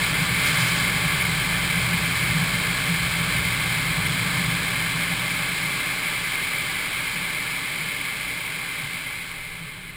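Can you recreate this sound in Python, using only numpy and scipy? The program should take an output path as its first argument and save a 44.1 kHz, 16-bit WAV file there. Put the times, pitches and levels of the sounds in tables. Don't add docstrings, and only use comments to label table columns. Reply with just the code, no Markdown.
import sys
import numpy as np
from scipy import signal
from scipy.fft import rfft, irfft, next_fast_len
from scipy.io import wavfile
from scipy.ndimage import uniform_filter1d

SR = 44100
rng = np.random.default_rng(int(sys.argv[2]) if len(sys.argv) > 2 else 0)


def invert_db(x):
    u = np.asarray(x, float) / 20
    return 10 ** u


def wav_record(signal):
    frames = np.transpose(np.atleast_2d(signal))
    bounded = np.clip(frames, -1, 1)
    quanta = np.round(bounded * 32767).astype(np.int16)
    wavfile.write(sys.argv[1], SR, quanta)


N = 439236
T = np.arange(N) / SR
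HZ = np.fft.rfftfreq(next_fast_len(N), 1 / SR)

# [t/s, level/dB]
JET_ROAR = [(0, -25.5), (.3, -26.5), (.5, -24.5), (.7, -26), (1, -26.5), (1.6, -27), (2.4, -27),
            (3.2, -27.5), (4.4, -28), (4.8, -28), (5.6, -28), (6.4, -28), (7.2, -29.5), (8, -30.5),
            (8.5, -31.5), (8.95, -32), (9.45, -36.5), (9.96, -41)]
# [f/Hz, level per Hz/dB]
GROWL_COLOUR = [(30, -26), (100, -12.5), (200, -5.5), (400, -8.5), (700, -5), (1000, -5.5), (1500, -1),
                (1850, 2.5), (2050, -20)]
ROAR_COLOUR = [(1700, -36), (1900, -8.5), (2100, 0), (2400, -3.5), (2700, -9), (2900, -9.5), (3400, -36)]
HISS_COLOUR = [(2000, -49), (2800, -9.5), (3300, 1.5), (4100, -2), (4500, -9), (5000, -42)]
HISS_EDGE_COLOUR = [(3900, -26), (4400, -6), (4800, -1), (5400, -7), (5800, -8.5), (6000, -15.5),
                    (6300, -46)]
# [f/Hz, waver/Hz, level under the growl/dB]
BLADE_TONES = [(586, 8, -20.5), (465, 25, -24), (1165, 35, -17)]

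# [t/s, level under full/dB]
ROOF_FORCE = [
    (0, -1.5),
    (1, 0),
    (3.4, -1.5),
    (4.4, 0.5),
    (5, -4),
    (5.5, -6),
    (6.1, -12.5),
    (7.5, -12.5),
    (9, -16.5),
    (9.96, -15),
]
# [f/Hz, width/Hz, level/dB]
UPPER_MODES = [(167.1, 23, 2), (151.3, 9.5, -5.5), (183.2, 15, -5)]
LOWER_MODES = [(121.9, 14, -3), (107, 12.4, -10), (137.1, 6.9, -5.5)]
CABIN_MODES = [(52.6, 3.9, 9.5), (73.7, 12, 3), (86.3, 37, -7)]
# [t/s, level over the steady boom/dB]
UPPER_GUSTS = [(.22, 8.5), (.55, 4), (.72, 3), (1.05, 5), (1.33, 6.5), (1.77, 6.5), (1.94, 7), (2.19, 0),
               (2.37, 12.5), (2.91, 9), (3.22, 8), (3.58, 3), (3.96, 5.5), (4.41, 7), (4.95, 6.5), (5.1, 5),
               (5.66, 7), (6.15, 4), (6.55, 8), (6.99, -2), (7.18, 9), (7.82, 9), (8.51, 10), (8.84, 13.5),
               (9.62, 8)]
LOWER_GUSTS = [(.3, 4), (.61, 7), (1.05, 4.6), (1.83, 7), (2.19, 5), (2.33, 9), (3.13, 2.4), (3.38, 6.5),
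               (4.05, 6), (4.49, 3), (6.18, 4.1), (6.6, 4.4), (6.99, 6.2), (8.45, 5.6), (8.85, 11),
               (9.04, 6), (9.65, 4)]
CABIN_GUSTS = [(.3, 3), (.6, -6), (1.08, 5), (1.33, 3), (1.6, 3), (1.83, 5), (2.02, 4), (2.3, 3), (2.7, 0),
               (3.02, 8.4), (3.4, 7.6), (3.75, -8), (3.92, 3), (4.2, -8), (4.43, 8), (5.2, 4), (5.4, 4),
               (5.57, 2), (8.25, 11), (8.85, 4), (9.57, 6)]
BOOM_DB = (-32.5, -34.5, -40.5)
# [t/s, factor]
BOOM_LAG = [
    (0, 1.),
    (0, 1.),
    (.45, 1.5),
]

# [t/s, firing rate f/Hz, level/dB]
IDLE = [
    (0, 30.5, -49),
    (4, 30.85, -49),
    (7.4, 31.9, -49),
    (7.7, 28.8, -54),
    (9.2, 30.7, -53),
    (9.4, 30.2, -52),
    (9.96, 30.7, -48),
]
# [multiple, level/dB]
IDLE_ORDERS = [(1, -3), (2, -14), (3, -11)]

# [f/Hz, level per Hz/dB]
TRAFFIC_COLOUR = [(150, -26), (230, -2.5), (300, -3.5), (450, 3.5), (600, -14), (900, -30)]

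# [t/s, level/dB, rise/s, fall/s]
SPRAY_SHEETS = [
    (.465, -27.5, .025, 0.087),
    (.61, -28, .02, 0.038),
    (.68, -33, 0.022, .06),
    (.77, -32, 0.028, .06),
]

# [f/Hz, width/Hz, level/dB]
CASE_MODES = [(203, 8.7, -7), (272, 54, 4.5), (642, 25, -1.5), (770, 37, 4.5), (2460, 74, -3),
              (527, 69, -5), (573, 42, 1), (720, 87, -8.5), (1106, 106, 4), (1410, 430, -2),
              (1672, 410, 3.5), (1904, 138, -11), (2113, 146, 2), (2340, 125, 2.5), (2675, 120, 0.5),
              (2780, 123, -6.5), (3110, 106, 7), (3650, 130, -4), (4160, 670, 2.5), (4610, 100, 3)]


def curves(table):
    s, *columns = np.transpose(table)
    return [np.interp(T, s, column) for column in columns]


def unit(x):
    return x / np.sqrt(np.mean(x ** 2))


def shaped(x, gain):
    size = next_fast_len(N)
    return irfft(rfft(x, size) * gain, size)[:N]


def slope(points):
    hz, db = np.transpose(points)
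    return invert_db(np.interp(np.log(HZ + 1), np.log(hz), db, left=-120, right=-120))


def coloured_noise(points):
    return unit(shaped(rng.standard_normal(N), slope(points)))


def bell(hz, width):
    return 1j * HZ * width / (hz ** 2 - HZ ** 2 + 1j * HZ * width)


def ring(modes):
    total = 0
    for hz, width, db in modes:
        total = total + invert_db(db) * shaped(rng.standard_normal(N), bell(hz, width) ** 2)
    return unit(total)


def walk(rate):
    k = int(SR / rate)
    steps = np.repeat(rng.standard_normal(N // k + 1), k)
    return 0.54 * uniform_filter1d(uniform_filter1d(steps, k), k)[:N]


def even(x, span_s):
    span = int(span_s * SR)
    power = uniform_filter1d(uniform_filter1d(x ** 2, span), span)
    return unit(x / np.sqrt(power + 0.061))


def swell(s, rise, fall):
    return np.exp(np.where(T < s, (T - s) / rise, (s - T) / fall))


def jets():
    roar_db, = curves(JET_ROAR)
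    force_db, = curves(ROOF_FORCE)
    hiss_db = -5.5 + 0.14 * force_db
    growl_db = -3 + 0.19 * force_db
    growl = coloured_noise(GROWL_COLOUR) * invert_db(-0.04 * walk(9.2))
    roar = coloured_noise(ROAR_COLOUR) * invert_db(-0.04 * walk(9.2))

    flutter = invert_db(-0.4 * walk(60))
    low_hiss = unit(shaped(rng.standard_normal(N) * flutter, slope(HISS_COLOUR)))
    edge = unit(shaped(rng.standard_normal(N) * flutter, slope(HISS_EDGE_COLOUR)))
    edge_db = -6 + 0.17 * (roar_db - roar_db.max())
    hiss = low_hiss + invert_db(edge_db) * edge

    blades = 0
    for hz, waver, db in BLADE_TONES:
        blades = blades + invert_db(db) * even(ring([(hz, waver, 0)]), 0.12)
    return invert_db(roar_db) * (roar + invert_db(hiss_db) * hiss + invert_db(growl_db) * (growl + blades))


def roof():
    gust_rise_s, gust_fall_s, buffet_db = 0.024, 0.059, 1.0
    force_db, = curves(ROOF_FORCE)
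    all_gusts = (UPPER_GUSTS, LOWER_GUSTS, CABIN_GUSTS)
    all_modes = (UPPER_MODES, LOWER_MODES, CABIN_MODES)
    out = 0
    for db, (early, slow), gusts, modes in zip(BOOM_DB, BOOM_LAG, all_gusts, all_modes):
        gust_db = sum(over_db * swell(s, slow * gust_rise_s, slow * gust_fall_s) for s, over_db in gusts)
        boom = even(ring(modes), 0.1)
        push_db = np.interp(T + early, T, force_db)
        out = out + invert_db(db + push_db + gust_db + buffet_db * walk(9)) * boom
    return out


def car():
    hz, level_db = curves(IDLE)
    phase = 2 * np.pi * np.cumsum(hz * (1 + 0.013 * walk(2.6))) / SR
    firing = sum(invert_db(db + 1.5 * walk(4)) * np.sin(k * phase) for k, db in IDLE_ORDERS)
    rock = invert_db(-62) + invert_db(-53) * swell(9.4, .1, .4)
    return np.sqrt(2) * invert_db(level_db) * firing + rock * ring([(18.5, 10, 0)])


def far_traffic():
    return invert_db(-57 + walk(0.72)) * coloured_noise(TRAFFIC_COLOUR)


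def spray():
    sheets = sum(invert_db(db) * swell(s, rise, fall) for s, db, rise, fall in SPRAY_SHEETS)
    colour = [(800, -25), (1500, 0), (3000, -5.5), (5000, -6), (5900, -10), (6300, -40)]  # f/Hz, level/dB
    return sheets * coloured_noise(colour)


def scene():
    return (jets() + roof() + car() + far_traffic() + spray())[None]


def camera_case(x):
    case_db = sum(db * abs(bell(hz, width)) ** 2 for hz, width, db in CASE_MODES)
    return shaped(x, invert_db(case_db))


def sample_and_hold(x):
    slow = signal.resample_poly(x, 40, 147)
    return signal.resample_poly(np.repeat(slow, 4), 147, 160)[:N]


def low_pass(x):
    return signal.sosfilt(signal.butter(12, 15380, fs=SR, output="sos"), x)


def record(dry):
    held = sample_and_hold(camera_case(dry[0]))
    return low_pass(held[None])


dry = scene()
out = record(dry)
wav_record(out)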